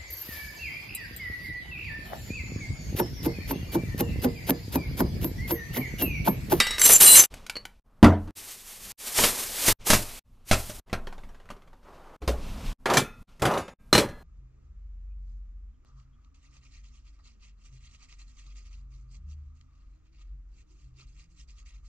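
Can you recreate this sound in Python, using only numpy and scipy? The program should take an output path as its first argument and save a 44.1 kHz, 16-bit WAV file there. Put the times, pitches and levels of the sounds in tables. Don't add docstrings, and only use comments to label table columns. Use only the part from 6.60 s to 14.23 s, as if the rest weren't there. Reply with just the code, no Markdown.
import sys
import numpy as np
from scipy import signal
from scipy.fft import rfft, irfft, next_fast_len
from scipy.io import wavfile
from scipy.ndimage import uniform_filter1d, map_coordinates

SR = 44100
rng = np.random.default_rng(int(sys.argv[2]) if len(sys.argv) > 2 else 0)


def field_ratio(decibels):
    return 10 ** (np.asarray(decibels, dtype=float) / 20)


def put_to_file(sound):
    columns = np.atleast_2d(sound).T
    safe = np.clip(columns, -1, 1)
    whole_steps = np.round(safe * 32767)
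    wavfile.write(sys.argv[1], SR, whole_steps.astype(np.int16))


N = 336483
T = np.arange(N) / SR


def unit(x):
    return x / np.sqrt(np.mean(x ** 2) + 1e-20)


def along(points, hz):
    f, v = np.transpose(points)
    return np.interp(np.log(hz + 1), np.log(f + 1), v)


def filtered(x, response):
    m = next_fast_len(x.shape[-1] + 8192)
    return irfft(rfft(x, m) * response(np.fft.rfftfreq(m, 1 / SR)), m)[..., :x.shape[-1]]


def wobble(rate):
    return map_coordinates(rng.standard_normal(int(N * rate / SR) + 4), [T * rate])


def grit(spectrum, spiky_db, rate):
    grains = rng.standard_normal(N) * field_ratio(spiky_db * wobble(rate))
    return unit(filtered(grains, lambda hz: field_ratio(along(spectrum, hz))))


def band(lo_hz, hi_hz, patchy_db):
    z = signal.stft(rng.standard_normal(N + SR), nperseg=512)[2]
    patches = rng.standard_normal(z.shape)
    for axis in (0, 1):
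        patches = uniform_filter1d(patches, size=4, axis=axis)
    noise = signal.istft(z * field_ratio(patchy_db * unit(patches)), nperseg=512)[1]
    slope = lambda hz: hz ** 2 / (hz ** 2 + lo_hz ** 2) * hi_hz ** 2 / (hz ** 2 + hi_hz ** 2)
    return unit(filtered(noise, slope))


# fade-in in seconds, cut in seconds, rumble midway
# in dB, room murmur at the fade-in in dB, murmur at the cut in dB, air hiss above murmur in dB.
MOMENTS = [(0, 0.66, -47, -50.5, -54, 6), (0.7, 1.197, -52, -53, -77, -1.5),
           (1.238, 1.708, -52.5, -73.5, -55, -15.5), (1.751, 2.328, -57, -77, -66.5, 3),
           (2.373, 3.127, -49.5, -86, -67, -2), (3.187, 3.593, -46.5, -59.5, -57.5, 4),
           (3.638, 4.198, -49, -78, -60, -5.5), (4.259, 5.565, -51, -57.5, -71.5, -10.5),
           (5.604, 6.13, -36, -59, -52, -10.5), (6.182, 6.629, -48, -70, -63.5, -12),
           (6.67, 7.138, -58, -64.5, -86.5, -3), (7.184, 7.637, -47, -73.5, -58.5, -14)]


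def moment_levels():
    start, stop, rumble_db, first_db, last_db, air_db = np.transpose(MOMENTS)
    times = np.ravel([start, stop], "F")
    ends = lambda first, last: field_ratio(np.interp(T, times, np.ravel([first, last], "F")))
    drift_db = 0.62 * (last_db - first_db) / 2
    rumble_gain = ends(rumble_db - drift_db, rumble_db + drift_db)
    return rumble_gain, ends(first_db, last_db), ends(first_db + air_db, last_db + air_db)


# frequency in Hz, relative level in dB per Hz.
RUMBLE = [(10, -32.5), (18, 2), (40, -7.5), (130, -21), (250, -20.5), (400, -55.5)]


def rumble(gain):
    return gain * grit(RUMBLE, 2.7, rate=11)


# frequency in Hz, relative level in dB per Hz.
RATTLE = [(90, -37.5), (150, -8.5), (400, -1), (1200, -4), (2500, -22.5), (6000, -38)]


def murmur_and_rattle(gain):
    return gain * grit(RATTLE, 1.1, rate=110)


# frequency in Hz, relative level in dB per Hz.
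AIR = [(900, -17.5), (2500, 1), (6000, -6.5), (14000, -20.5)]


def air_hiss(gain):
    return gain * grit(AIR, 1.3, rate=45)


# frequency in Hz, relative level in dB, t60 in seconds.
GLASS = [(1981, -4, .5), (2265, -3, .06), (2783, -8, .5), (3736, 0, .12), (4727, -7, .2), (5566, -4, .05)]
TUMBLER = [(2110, -7, .3), (3838, 0, .35), (4382, -5, .14), (5534, -5, .17), (7957, -7, .2),
           (9205, -9, .08)]
CUTLERY = [(2158.6, -7.5, .02), (4400, -11, 0.012), (6150, -9.5, .06), (7680, -3.5, 0.039),
           (9300, -3, 0.013), (10600, 1.5, 0.01)]
RACK = [(18.7, -5.5, 0.51), (64, -12, 0.3), (109, -8.5, 0.31), (199, 1, 0.038), (300, -13, .08),
        (604.6, -7, .08)]
LID = [(950, -4, .022), (1500, -4, .025), (2350, 0, .018), (3050, -1, .014)]
SPOON = [(2934, -6, .06), (4301, 0, .09), (4468, -4, .1)]
DOOR = [(89, -4, 0.42), (208.6, -9.5, 0.4), (231.8, -0.5, 0.18), (296.5, -2.5, 0.29)]
DRAWER = [(60.5, 0.5, 0.304), (155.3, -17.5, 0.144), (418, -19.5, 0.51), (1070, -11, 0.045)]
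CUP = [(1755, 8, .035), (2347, -3, .1), (4258, -16, .12), (5911, -10, .11), (6121, -14, .1),
       (7321, -11, .14), (10120, -14, .12)]
BOWL = [(560, 8, 0.08), (2869, -13, 0.2), (3720, -8, 0.02), (5900, -16, .12)]
PLATE = [(567, -5, .36), (1700, -30, .9), (4113, 3, .12), (4177, -40, .8), (5825, -10, .12),
         (6340, -11, .1), (8635, -16, .12)]


def crowd(t, count):
    chance = rng.random((count, 2))
    octave = 3.6 * chance[:, :1] - .8
    life = .42 * (.5 + chance[:, 1:]) * 2 ** (-.4 * octave)
    tilt_db = -1.5 * octave
    return field_ratio(tilt_db - 60 * t / life) * np.sin(2 * np.pi * 2000 * 2 ** octave * t)


def ringing(modes, t):
    ring = np.zeros(len(t))
    for hz, level_db, t60 in modes:
        strength = field_ratio(level_db + 2 * rng.normal() - 60 * t / t60)
        beat = np.cos(2 * np.pi * rng.uniform(5.0, 40) * t + rng.normal())
        waver = 0.5 * np.interp(t * 70, np.arange(40), rng.standard_normal(40))
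        tone = np.sin(2 * np.pi * hz * t + min(hz / 2000, 1) * waver)
        ring += strength * (1 + 0.66 * min(hz / 400, 1) * beat) * tone
    return ring


def strike(blows, modes, thud_db, t60, layers, faint_db=None):
    out, t = np.zeros(N + SR), T[:SR // 2]
    thud, clack, crack = layers
    faint = None if faint_db is None else field_ratio(faint_db) * crowd(t, count=90)
    fade = lambda life: field_ratio(-60 * t / life)
    soft = 1 - np.exp(-t / 0.00073)
    onset = 1 - np.exp(-t / 0.00059)
    tail_out = np.minimum(1, 10 * t[::-1])
    for s, db, ring_db, crack_db in blows:
        at = slice(round(s * SR), round(s * SR) + len(t))
        burst = (fade(t60) + fade(0.0051)) * clack[at]
        burst += field_ratio(crack_db) * (fade(1.5 * t60) + 0.82 * fade(0.0037)) * crack[at]
        burst += field_ratio(thud_db) * soft * fade(3.1 * t60) * thud[at]
        ring = ringing(modes, t)
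        if faint is not None:
            ring = ring + rng.standard_normal(len(faint)) @ faint
        out[at] += field_ratio(db) * tail_out * onset * (field_ratio(-7.5) * burst + field_ratio(ring_db) * ring)
    return out[:N]


THINGS = {"glass": (GLASS, -20.5, 0.047), "tumbler": (TUMBLER, -26, 0.022), "spoon": (SPOON, -40.5, 0.022),
          "lid": (LID, -31.5, 0.022), "door": (DOOR, 3.6, 0.078), "rack": (RACK, -14.5, 0.081),
          "drawer": (DRAWER, -2.2, 0.102), "cutlery": (CUTLERY, -27, 0.027), "cup": (CUP, -9.5, 0.084),
          "bowl": (BOWL, -1.2, 0.076), "plate": (PLATE, -5.5, 0.09)}
BLOWS = { "glass": [(.001, -7.5, -12, -1)], "tumbler": [(.068, -16, -17.5, -3), (.107, -21.5, -7.5, -5.5),
         (.182, -14.5, -21, -4)], "cutlery": [(.195, -27, 6, -0.5), (.216, -16.5, 7, 4), (.403, -21, 4, 3),
         (.555, -17, 7, 4.5), (.637, -25.5, 2.5, 11)], "spoon": [(.955, -24, -7.5, -21),
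         (.966, -23.5, -9.5, -8.5)], "lid": [(.74, -31, -18, 1), (.865, -36.5, -6, 6.5),
         (.897, -29.5, 2.5, 11), (1.053, -33, -2, 5.5)], "door": [(1.428, -9, 2, -23.5),
         (1.442, -8.5, -0.5, -22.5), (1.675, -40.5, -2.5, -25)], "rack": [(.295, -9.5, -43, -19),
         (2.587, -10.5, -18.5, -9), (2.637, -13.5, -13.5, 4.5), (3.082, -12.5, -8.5, -3),
         (3.302, -11, -5.5, 6), (3.332, -9.5, -5.5, -1), (3.912, -9, -4.5, -4), (3.928, -16, -9, -1),
         (4.096, -36, 2, 5.5), (4.297, -42, -13, -21.5), (4.329, -15.5, -4.5, -17.5),
         (4.889, -41.5, -15.5, -22), (4.902, -33, -8, -11.5)], "drawer": [(5.618, -34.5, 2.5, -14),
         (5.677, -22, 2.5, -1.5)], "cup": [(6.257, -12.5, -29, -21), (6.3, -15, -23, -15.5),
         (6.336, -21, -21, 5.5), (6.37, -8, -9, -3)], "bowl": [(6.796, -41.5, -27, -2),
         (6.82, -17.5, -19.5, -3.5), (6.853, -12.5, -18, -8.5), (6.913, -27, -6, -15.5),
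         (6.938, -21.5, -15.5, -19.5), (6.975, -26, -5, -4.5), (7.08, -31.5, -21, -36)],
         "plate": [(7.328, -7.5, -7, -4.5), (7.35, -7.5, -16, -7.5), (7.378, -9, -15, -3.5),
         (7.487, -39, -16, -7.5)]}
FAINT_DB = {"glass": -19.5, "tumbler": -21, "cup": -34.5, "bowl": -27, "plate": -33.5}


def knocks(layers):
    return sum(strike(rows, *THINGS[thing], layers, FAINT_DB.get(thing)) for thing, rows in BLOWS.items())


# frequency in Hz, relative level in dB per Hz.
JINGLE = [(900, -14.5), (2500, -10), (5000, -9), (7500, -7), (10500, -2), (12000, 1), (14000, -12)]


def jingle(count):
    hz = np.transpose(SINGING)[0]
    chance, t = rng.random((count, 4)), T[:SR // 20]
    mode = hz[(chance[:, 1:2] * len(hz)).astype(int)]
    pitch = mode * (1 + 0.09 * (chance[:, 2:3] - .5))
    clink_db = along(JINGLE, pitch) - 20 * chance[:, 3:]
    clinks = field_ratio(clink_db - 60 * t / 0.06) * np.sin(2 * np.pi * pitch * t)
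    where = (chance[:, :1] * SR).astype(int) + np.arange(len(t))
    heap = np.bincount(where.ravel(), clinks.ravel(), N)
    return unit(field_ratio(-4.0) * unit(heap[:SR]) + grit(JINGLE, 2.2, rate=230)[:SR])


def stroke(curve, rattle_db):
    hiss_db = np.interp(T, *np.transpose(curve), left=-150, right=-150)
    grows_db = 0.2 * (hiss_db + 27.0)
    return field_ratio(hiss_db), field_ratio(hiss_db + rattle_db + grows_db)


# time in seconds, level in dB.
POUR = [(.17, -58), (.2, -25.5), (.235, -20), (.26, -12), (.28, -16.5), (.335, -12.5), (.375, -23),
        (.398, -28), (.41, -10), (.5, -15.5), (.595, -9.5), (.66, -32.5)]


def pouring():
    pour, basket = stroke(POUR, rattle_db=-25.5)
    return pour * np.pad(jingle(count=1200), (0, N - SR)), basket


# frequency in Hz, start in seconds,
# stop in seconds, level in dB before trembling and the mix.
SINGING = [(7470, .215, .28, -22), (9500, .3, .34, -21), (7290, .325, .365, -16), (6090, .24, .36, -27),
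           (8780, .43, .57, -17), (9500, .45, .535, -16), (4043, .465, .565, -20), (7470, .45, .52, -18),
           (2875, .46, .57, -27), (7925, .51, .57, -20), (14120, .48, .55, -24), (13670, .44, .6, -27),
           (6190, .555, .615, -20), (7290, .57, .605, -19), (11900, .41, .455, -20)]


def singing():
    out, t = np.zeros(N), T[:SR]
    tremble = lambda: np.interp(t * 90, np.arange(92), rng.standard_normal(92))
    for hz, start, stop, db in SINGING:
        swell = np.clip((t - start) / 0.005, 0, 1) * field_ratio(-60 * np.clip(t - stop, 0, 1) / 0.028)
        out[:SR] += field_ratio(db + 3 * tremble()) * swell * np.sin(2 * np.pi * hz * t + 0.4 * tremble())
    return out


# time in seconds, hiss in dB.
SLIDES = [(-17, [(1.752, -42), (1.9, -39), (1.98, -45.5), (2.13, -42.5), (2.19, -46.5), (2.32, -39.5)]),
          (-14, [(2.37, -47.5), (2.47, -32.5), (2.54, -35.5), (2.585, -21), (2.645, -18.5), (2.72, -28.5),
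          (2.79, -28), (2.86, -34), (3.01, -31.5), (3.085, -18), (3.13, -23)]), (-14.5, [(3.24, -63.5),
          (3.27, -22.5), (3.34, -21), (3.39, -34.5), (3.597, -49)]), (-14.5, [(3.85, -67), (3.89, -39.5),
          (4.05, -41), (4.203, -48)]), (25, [(5.23, -80), (5.27, -70.5), (5.567, -70.5)]),
          (2, [(5.62, -81.5), (5.8, -56.5), (6.135, -53.5)]), (18.5, [(6.26, -47), (6.31, -38), (6.36, -40),
          (6.4, -39.5)]), (36, [(6.81, -79), (6.83, -56), (6.97, -58), (7.03, -69.5), (7.1, -100)])]


def slides():
    bright, dull, shake = np.zeros((3, N))
    for rattle_db, curve in SLIDES:
        hiss, rattle = stroke(curve, rattle_db)
        shake += rattle
        if rattle_db < -9:
            bright += hiss
        else:
            dull += hiss
    return bright, dull, shake


# frequency in Hz, relative level in dB per Hz.
HISS = [(900, -12.5), (2000, -2.5), (4000, -1.5), (8400, 0), (14000, -1.5)]


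def scrape(gain):
    return gain * grit(HISS, 1.0, rate=91) * field_ratio(1.8 * wobble(25))


def handling():
    rumble_gain, murmur, air = moment_levels()
    poured, basket = pouring()
    bright, dull, shake = slides()
    hiss = air_hiss(air + dull * field_ratio(1.4 * wobble(14)))
    return rumble(rumble_gain) + hiss + murmur_and_rattle(murmur + shake + basket) + scrape(bright) + poured


def rocking(layers):
    first_s, every_s = 4.47, .055
    first_db, settles_db, keeps = -30, -48, .7
    taps = [(first_s + k * every_s, settles_db + (first_db - settles_db) * keeps ** k, -14, -26)
            for k in range(13)]
    since = np.maximum(T - first_s + 2.5 * every_s, 0)
    sway = -field_ratio(-27 - 60 * since / 1.2) * np.sin(2 * np.pi * since / every_s)
    return sway + strike(taps, *THINGS["rack"], layers)


def blows():
    layers = band(78, 440, 5.4), band(290, 1700, 3.5), band(1900, 5300, 2.3)
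    return knocks(layers) + rocking(layers)


# frequency in Hz, t60 in seconds.
KITCHEN = [(100, 0.21), (1000, 0.29), (5000, 0.12), (14000, 0.2)]


def kitchen(x):
    hz, t, z = signal.stft(rng.standard_normal(SR // 2), SR, nperseg=256)
    dying = z * field_ratio(-60 * t / along(KITCHEN, hz)[:, None])
    tail = signal.istft(dying, SR, nperseg=256)[1]
    return signal.fftconvolve(x, tail / np.linalg.norm(tail))[:len(x)]


def spliced(near, around):
    out = field_ratio(-46.0) * around
    for start, stop, *_ in MOMENTS:
        at = slice(round(start * SR), round(stop * SR) + SR // 25)
        rise = np.clip((T[at] - start) / 0.0243 + (start <= 0), 0, 1) ** 1.25
        after = np.clip(T[at] - stop, 0, 1)
        gate = rise * np.where(after > 0, field_ratio(-13.0 - 1100 * after), 1)
        out[at] += gate * (near[at] + field_ratio(-9.5) * kitchen(near[at]) + around[at])
    return out


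def overloaded(x):
    bass = filtered(x, lambda hz: 1 / (1 + (hz / 1800) ** 2))
    return x - bass + bass / (1 + np.abs(bass / .7) ** 6) ** (1 / 6)


# frequency in Hz, side against middle
# in dB.
APART = [(2500, -60.5), (5000, -25.5), (6500, -13.5), (8000, -7), (14000, -5)]


def widened(mid):
    z = signal.stft(mid, nperseg=128)[2]
    scrambled = z * np.exp(2j * np.pi * rng.random(z.shape))
    side = signal.istft(scrambled, nperseg=128)[1][:N]
    side = filtered(side, lambda hz: field_ratio(along(APART, hz)))
    return np.array([mid + side, mid - side])


def scene():
    return widened(overloaded(spliced(blows() + field_ratio(2.5) * singing(), handling())))


def roll_off(x):
    return signal.sosfilt(signal.butter(12, 14460, fs=SR, output="sos"), x)


def record(dry):
    rounded = dry / (1 + (np.abs(dry).max(axis=0) / .97) ** 8) ** (1 / 8)
    limited = filtered(rounded, lambda hz: np.clip((14460 - hz) / 60, 0, 1))
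    return roll_off(limited)


dry = scene()
out = record(dry)
put_to_file(out)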